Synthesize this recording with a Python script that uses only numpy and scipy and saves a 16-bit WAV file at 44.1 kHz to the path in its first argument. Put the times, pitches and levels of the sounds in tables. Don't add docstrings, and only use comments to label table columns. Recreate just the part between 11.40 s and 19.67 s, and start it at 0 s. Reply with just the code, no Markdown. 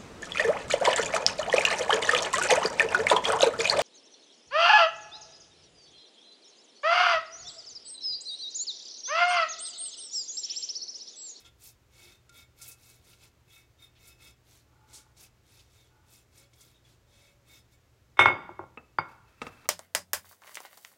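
import sys
import numpy as np
from scipy import signal
from scipy.fft import rfft, irfft, next_fast_len
from scipy.io import wavfile

SR = 44100
rng = np.random.default_rng(int(sys.argv[2]) if len(sys.argv) > 2 else 0)


def transcribe(signal):
    frames = np.atleast_2d(signal).T
    limited = np.clip(frames, -1, 1)
    pcm = np.round(limited * 32767).astype(np.int16)
    wavfile.write(sys.argv[1], SR, pcm)


N = 364693
TIME = np.arange(N) / SR

# frequency_hz, density_db
ROOM_SPECTRUM = [(25, -14.5), (45, -2), (65, 5), (105, 1), (200, -11.5), (350, -9.5), (750, -17),
                 (1500, -19.5), (2200, -21), (4000, -25), (7300, -27), (9000, -33.5), (16000, -34)]
# start_s, end_s, pitch_hz, level_db
ROOM_TONES = [(4.957, 5.093, 566, -70.5), (5.61, 6.067, 567, -72.5)]
# start_s, length_s, level_db, brightness_db, pan_ring_db
BRUSH_STROKES = [(-.06, 0.091, -55.5, 2, -63), (0.041, 0.046, -69, -22, -62), (0.184, 0.16, -57, 8.5, -71),
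                 (0.495, 0.3, -56.5, -4.5, -64.5), (0.908, 0.15, -57.5, 1, -63),
                 (1.159, 0.2, -52.5, 3.5, -63), (1.341, 0.29, -58.5, 1.5, -74.5),
                 (1.61, 0.19, -58.5, -2, -75.5), (1.787, 0.11, -59, -6.5, -69),
                 (2.052, 0.21, -62, 2, -66.5), (2.38, 0.11, -64.5, 3, -64.5),
                 (2.567, 0.21, -59.5, 0.5, -66), (2.776, 0.16, -56.5, -1.5, -63.5),
                 (3.03, 0.22, -61, -2, -82), (3.469, 0.17, -58.5, -9.5, -71), (3.76, 0.13, -54, -2.5, -78),
                 (4.018, 0.27, -61.5, -4.5, -77), (4.243, 0.28, -65.5, -5, -75.5),
                 (4.648, 0.2, -60, 2, -73), (4.908, 0.17, -59.5, -3, -70.5),
                 (5.103, 0.27, -62.5, 1.5, -75.5), (5.43, 0.15, -69.5, -15, -85),
                 (5.654, 0.32, -66, -10, -70.5), (6.05, 0.18, -58, -1.5, -65), (6.31, 0.052, -71, 3.5, -76)]
# frequency_hz, density_db
BRISTLE_SPECTRUM = [(400, 0.5), (900, -2.5), (1800, -5.5), (2800, -2), (4000, 2), (6000, 2.5), (8500, 0),
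                    (12000, -1), (16000, -5)]
# pitch_hz, struck_db, brushed_db
PAN_MODES = [(355, -29.5, -16.5), (1087, -20.5, -34), (1384, -17.5, -8), (2180.6, -8.5, -12),
             (2232, -17.5, -3.5), (2590, -38, -2.5), (3370, -33.5, -5.5), (3582, -16, -14),
             (3655, -18.5, -0.5), (5200, -25, -7.5), (7230, -21.5, -8)]
# start_s, level_db, pitch_hz
RIM_GRAZES = [(.046, -60, 3450), (2.098, -65, 3410), (5.338, -66, 3710), (5.445, -66, 3400)]
# start_s, level_db, centre_hz, length_s
BRISTLE_FLICKS = [(0.052, -61, 4380, 0.0076), (.893, -54, 5800, 0.0049), (1.214, -45.5, 7300, 0.018),
                  (1.276, -45.5, 11600, 0.016), (1.309, -50, 8000, 0.019), (1.731, -59, 3870, 0.0071),
                  (2.55, -65, 3000, 0.033), (2.67, -55.5, 10000, .018), (3.528, -49, 6760, 0.042),
                  (3.766, -59.5, 5700, 0.021), (3.828, -55.5, 8500, 0.014), (4.19, -58.5, 4500, 0.016),
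                  (4.973, -58, 8000, 0.015), (5.133, -63.5, 5800, .009), (5.206, -57, 6900, 0.016)]
# start_s, pitch_hz, level_db, t60_s
MODE_CLINKS = [(0.893, 1395, -57.5, 0.59), (1.199, 1380, -60.5, 0.66), (6.857, 4760, -54, 0.51),
               (7.091, 350, -38, 0.12), (7.193, 350, -34, 0.1), (7.3742, 2626, -35.5, 0.052),
               (7.585, 4730, -35, 0.074), (7.586, 2220, -31.5, 0.073), (7.59, 155, -36, 0.13)]
# start_s, end_s, level_db
SLOW_RUBS = [(3.21, 3.802, -67.5), (4.44, 4.798, -71.5)]
# pitch_hz, level_db, t60_s
RUB_MODES = [(862, -2, 0.13), (1180, 2.5, 0.018), (1453, -3, 0.078)]
# start_s, strength_db, sharpness_hz, free_ring_db, first_flight_s
PAN_LANDINGS = [(6.77, -47.5, 3470, 13.5, 0.015), (6.791, -5.5, 3360, 1.5, 0.017),
                (6.8565, -5, 2250, -2, 0.027), (7.0899, -23, 705, -5.5, .018),
                (7.191, -24.5, 965, 1.5, 0.02), (7.237, -31, 776, -18, .012),
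                (7.5849, -13, 1878, -8.5, 0.0088)]
# pitch_hz, level_db, t60_s
CLACK_MODES = [(92, -35.5, 0.25), (363.4, -17, 0.038), (877, 2.5, 0.014), (1115, 4.5, 0.0094),
               (1402, 0, 0.028), (1730, -2.5, 0.006), (3370, -8, .012)]
# frequency_hz, density_db, t60_s
RATTLE_BANDS = [(50, -10, 0.28), (99, -1.5, 0.29), (188, -18, 0.75), (350, -9.5, 0.37), (889, 0, 0.15),
                (1410, 4, 0.11), (2710, -3, 0.23), (4340, -27, 0.3), (8000, -3.5, 0.15), (15000, 3, 0.23)]
# start_s, strength_db, sharpness_hz
RAMEKIN_TOUCHES = [(7.3734, -42.5, 2480), (8.017, -33.5, 8400), (8.0673, -39.5, 8200), (8.105, -77, 9000),
                   (8.255, -51.5, 5000)]
# pitch_hz, level_db, t60_s
RAMEKIN_MODES = [(157, -20, 0.18), (241, -4, 0.095), (457, -1.5, 0.04), (816, -1, 0.022), (1247, 2, 0.052),
                 (1645, 0.5, 0.0085), (2290, 1.5, 0.019), (2690, -1.5, 0.035), (3800, -0.5, 0.0086)]
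# time_s, level_db
SLIDE_LEVELS = [(7.6, -97.5), (7.7, -60.5), (7.82, -80.5), (7.89, -66), (7.98, -69.5), (8.05, -55.5),
                (8.15, -62), (8.27, -61)]
# frequency_hz, density_db
SLIDE_SPECTRUM = [(200, -5.5), (750, -4.5), (1300, 4), (2000, -5.5), (3600, -7), (7000, -15.5),
                  (15000, -21.5)]

ROOM_DB, HUM_HZ, HUM_DB = -65, 120, -70.5
SPEED_BRIGHTENS_DB = 6
CRACKLE_PER_S, CRACKLE_DB, CRACKLE_CYCLES = 220, -11, 13
TAP_DB, TAP_LENGTH_S = -64.5, 0.0087
HELD_T60_S, FREE_T60_S = 0.1, 0.27
PAN_LOSS_HZ = 5500
BOUNCE_LOSS_DB, BOUNCE_FREES_DB = 11.5, 4.5
BOUNCE_DULLING, BOUNCE_QUICKENS = 0.7, 0.64
CUTOFF_HZ = 15800


def from_db(db):
    return np.exp(np.asarray(db) * (np.log(10) / 20))


def rms_one(x):
    return x / np.sqrt(np.mean(x ** 2) + 1e-20)


def add(out, start_s, sound):
    at = int(np.clip(start_s * SR, 0, N - 1))
    out[at:at + len(sound)] += sound[:N - at]


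def at_hz(spectrum, hz, column=1):
    table = np.array(spectrum)
    return np.interp(np.log(np.maximum(hz, 1)), np.log(table[:, 0]), table[:, column])


def butter(x, hz, kind, order=2):
    sections = signal.butter(order, np.clip(hz, 10, .47 * SR), kind, fs=SR, output="sos")
    return signal.sosfilt(sections, x + 1e-18)


def coloured(x, spectrum):
    size = next_fast_len(N)
    gain = from_db(at_hz(spectrum, np.arange(size // 2 + 1) * SR / size))
    return rms_one(irfft(rfft(x, size) * gain, size)[:N])


def drift(rate_hz):
    slow = butter(rng.standard_normal((N + SR) // 20), 20 * rate_hz, "low")[SR // 20:]
    return np.interp(np.arange(N) / 20, np.arange(len(slow)), rms_one(slow))


def blur(x, smear_s, rate_hz):
    return np.interp(TIME + smear_s * drift(rate_hz), TIME, x)


def hump(start, end, taper):
    count = max(int((end - start) * SR), 2)
    return np.sin(np.pi * (np.arange(count) + .5) / count) ** taper


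def burst(length_s):
    age = 2 * TIME[:SR // 5] / length_s
    return age * np.exp(1 - age)


def contact(sharp_hz):
    return butter(signal.unit_impulse(SR // 50), sharp_hz, "low", order=3)


def friction(per_s, grain_db):
    slips = (rng.random(N) < per_s / SR) * rng.standard_normal(N)
    return rms_one(rng.standard_normal(N) + from_db(grain_db) * rms_one(slips))


def ring(x, hz, t60):
    radius, angle = from_db(-60 / (t60 * SR)), 2 * np.pi * hz / SR
    return signal.lfilter([0, np.sin(angle)], [1, -2 * radius * np.cos(angle), radius ** 2], x + 1e-18)


def resonate(force, modes):
    return sum((-1) ** k * from_db(db) * ring(force, hz, t60) for k, (hz, db, t60) in enumerate(modes))


def with_tail(x, t60, wet_db):
    t = TIME[:SR // 2]
    tail = rng.standard_normal(len(t)) * from_db(-60 * t / t60)
    tail = butter(tail, 3400, "low", order=1)
    return x + from_db(wet_db) * signal.fftconvolve(x, tail / np.linalg.norm(tail))[:N]


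def room_tone(waver_db, wobble):
    out = from_db(ROOM_DB) * coloured(rng.standard_normal(N), ROOM_SPECTRUM)
    out += from_db(HUM_DB + waver_db * drift(4)) * np.sqrt(2) * np.sin(2 * np.pi * HUM_HZ * TIME)
    wavering_time = np.cumsum(1 + wobble * drift(13)) / SR
    for start, end, hz, db in ROOM_TONES:
        swell = np.zeros(N)
        add(swell, start, from_db(db) * hump(start, end, taper=0.14))
        out += swell * np.sin(2 * np.pi * hz * wavering_time)
    return out


def stroke_envelopes(taper, spill_s):
    dull, bright, press = np.zeros((3, N))
    for start, length, db, bright_db, ring_db in BRUSH_STROKES:
        start, end = start - spill_s, start + length + spill_s
        speed = hump(start, end, taper)[max(0, int(-start * SR)):]
        tilt_db = bright_db + SPEED_BRIGHTENS_DB * (speed - 1)
        add(dull, start, speed * from_db(db - tilt_db / 2))
        add(bright, start, speed * from_db(db + tilt_db))
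        add(press, start, speed * from_db(ring_db))
    return dull, bright, press


def tuft_hiss(flutter_db):
    edges_hz = 1400 * 2 ** (np.arange(12) / 3)
    slips = [friction(per_s=550, grain_db=-7) for _ in range(2)]
    out = butter(slips[1], edges_hz[0], "low")
    for k, band in enumerate(zip(edges_hz, edges_hz[1:])):
        out += butter(slips[k % 2], band, "band") * from_db(flutter_db * drift(60))
    return out


def grease_crackle(spread_db, low_hz, high_hz, pitch_count):
    snaps = rng.random(N) < CRACKLE_PER_S / SR
    pops = snaps * from_db(spread_db * np.minimum(rng.exponential(1, N), 3))
    pitch_index = rng.integers(0, pitch_count, N)
    return rms_one(sum((-1) ** k * ring(pops * (pitch_index == k), hz, CRACKLE_CYCLES / hz)
                       for k, hz in enumerate(np.geomspace(low_hz, high_hz, pitch_count))))


def brush(swish_db, flutter_db, roam_db):
    dull, bright, press = stroke_envelopes(taper=1.93, spill_s=0.016)
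    flutter = from_db(flutter_db * drift(53))
    hiss = flutter * coloured(tuft_hiss(flutter_db=2.5), BRISTLE_SPECTRUM)
    hiss += from_db(CRACKLE_DB) * grease_crackle(spread_db=5, low_hz=4500, high_hz=13700, pitch_count=13)
    lows = butter(hiss, 5600, "low", order=1)
    swish = from_db(swish_db) * (dull * lows + bright * (hiss - lows))
    taps = np.zeros(N)
    for start, _, _, length in BRISTLE_FLICKS:
        add(taps, start, from_db(TAP_DB) * TAP_LENGTH_S / length * contact(sharp_hz=3200))
    unit_drive = np.sqrt(4 * np.log(1000) / (HELD_T60_S * SR))
    force = taps + press * friction(per_s=560, grain_db=-5) * unit_drive
    singing = sum(ring(force * from_db(db + roam_db * drift(2.2)), hz, HELD_T60_S)
                  for hz, _, db in PAN_MODES)
    return swish + blur(singing, smear_s=2e-5, rate_hz=30)


def rim_grazes(length_s, scratch_db):
    out = np.zeros(N)
    for start, db, hz in RIM_GRAZES:
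        scratch = butter(rng.standard_normal(SR // 5), [hz / 2, hz * 2], "band")
        note = rms_one(ring(scratch, hz, t60=0.04))
        add(out, start, from_db(db) * burst(length_s) * (note + from_db(scratch_db) * rms_one(scratch)))
    return out


def bristle_flicks():
    out = np.zeros(N)
    for start, db, hz, length in BRISTLE_FLICKS:
        spray = rms_one(butter(rng.standard_normal(SR // 5), [hz / 1.54, hz * 1.4], "band"))
        add(out, start, from_db(db) * spray * burst(length))
    return out


def clinks(rise_s):
    out, t = np.zeros(N), TIME[:SR // 2]
    attack = 1 - np.exp(-(t / rise_s) ** 2)
    for start, hz, db, t60 in MODE_CLINKS:
        add(out, start, from_db(db) * attack * ring(signal.unit_impulse(len(t)), hz, t60))
    return blur(out, smear_s=2e-5, rate_hz=130)


def rubbing():
    swell = np.zeros(N)
    for start, end, db in SLOW_RUBS:
        add(swell, start, from_db(db) * hump(start, end, taper=1.4))
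    return swell * rms_one(resonate(friction(per_s=170, grain_db=-2), RUB_MODES))


def bounces(touches):
    force, free = np.zeros((2, N))
    for start, db, sharp_hz, ring_db, flight_s in PAN_LANDINGS:
        for k in range(touches):
            pulse = from_db(db - np.sqrt(k) * BOUNCE_LOSS_DB) * contact(sharp_hz * BOUNCE_DULLING ** k)
            add(force, start, pulse)
            add(free, start, pulse * from_db(ring_db + np.sqrt(k) * BOUNCE_FREES_DB))
            start += flight_s * BOUNCE_QUICKENS ** k
    return force, free


def disperse(x, hz, width_hz):
    radius = np.exp(-np.pi * width_hz / SR)
    poles = [1, -2 * radius * np.cos(2 * np.pi * hz / SR), radius ** 2]
    return signal.lfilter(poles[::-1], poles, signal.lfilter(poles[::-1], poles, x))


def rattle(force, build_s, step_hz=210, beat_hz=55):
    t, response = TIME[:SR], np.zeros(SR)
    white = rng.standard_normal((2, SR))
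    edges_hz = 40 * 2 ** (np.arange(14) / 2)

    def decay(hz):
        return from_db(at_hz(RATTLE_BANDS, hz) - 60 * t / at_hz(RATTLE_BANDS, hz, column=2))

    for k, (low, high) in enumerate(zip(edges_hz, edges_hz[1:])):
        response += decay(np.sqrt(low * high)) * butter(white[k % 2], [low, high], "band", order=3)
    for slot_hz in np.arange(edges_hz[-1], CUTOFF_HZ, step_hz):
        hz = slot_hz + step_hz * rng.random()
        strength = 2 * np.sqrt(step_hz / SR) * rng.standard_normal()
        beat = np.sqrt(2) * np.cos(2 * np.pi * (beat_hz * rng.random() * t + rng.random()))
        response += strength * decay(hz) * beat * np.sin(2 * np.pi * hz * t)
    return signal.fftconvolve(force, response * (1 - np.exp(-t / build_s)))[:N]


def pan_set_down(rattle_db):
    force, free = bounces(touches=4)
    clack = disperse(resonate(force, CLACK_MODES), hz=830, width_hz=840)
    free_modes = [(hz, db, FREE_T60_S / (1 + (hz / PAN_LOSS_HZ) ** 2)) for hz, db, _ in PAN_MODES]
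    return clack + resonate(free, free_modes) + from_db(rattle_db) * rattle(free, build_s=0.0017)


def ramekin_knocks(crack_db, counter_db):
    force = np.zeros(N)
    for start, db, sharp_hz in RAMEKIN_TOUCHES:
        add(force, start, from_db(db) * contact(sharp_hz))
    crack = from_db(crack_db) * with_tail(force, t60=0.074, wet_db=17.5)
    counter = from_db(counter_db) * rattle(butter(force, 950, "low"), build_s=0.0014)
    return resonate(force, RAMEKIN_MODES) + crack + counter


def ramekin_slide(singing_db, judder_db):
    level_db = np.interp(TIME, *np.transpose(SLIDE_LEVELS))
    slips = friction(per_s=300, grain_db=-18)
    singing = from_db(singing_db) * rms_one(ring(slips, hz=2650, t60=0.046))
    return from_db(level_db + judder_db * drift(40)) * (coloured(slips, SLIDE_SPECTRUM) + singing)


def scene():
    close = brush(swish_db=-1.5, flutter_db=0.6, roam_db=3.5)
    close += rim_grazes(length_s=0.032, scratch_db=-6) + bristle_flicks()
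    close += clinks(rise_s=0.0012) + rubbing()
    close += pan_set_down(rattle_db=-2)
    close += ramekin_knocks(crack_db=-0.5, counter_db=9.5) + ramekin_slide(singing_db=-6.5, judder_db=2)
    return (with_tail(close, t60=0.66, wet_db=-22.5) + room_tone(waver_db=2, wobble=0.016))[None]


def record(dry):
    ceiling = 0.9
    top_cut = signal.ellip(10, .1, 70, CUTOFF_HZ, fs=SR, output="sos")
    return signal.sosfilt(top_cut, ceiling * np.tanh(dry / ceiling))


dry = scene()
out = record(dry)
transcribe(out)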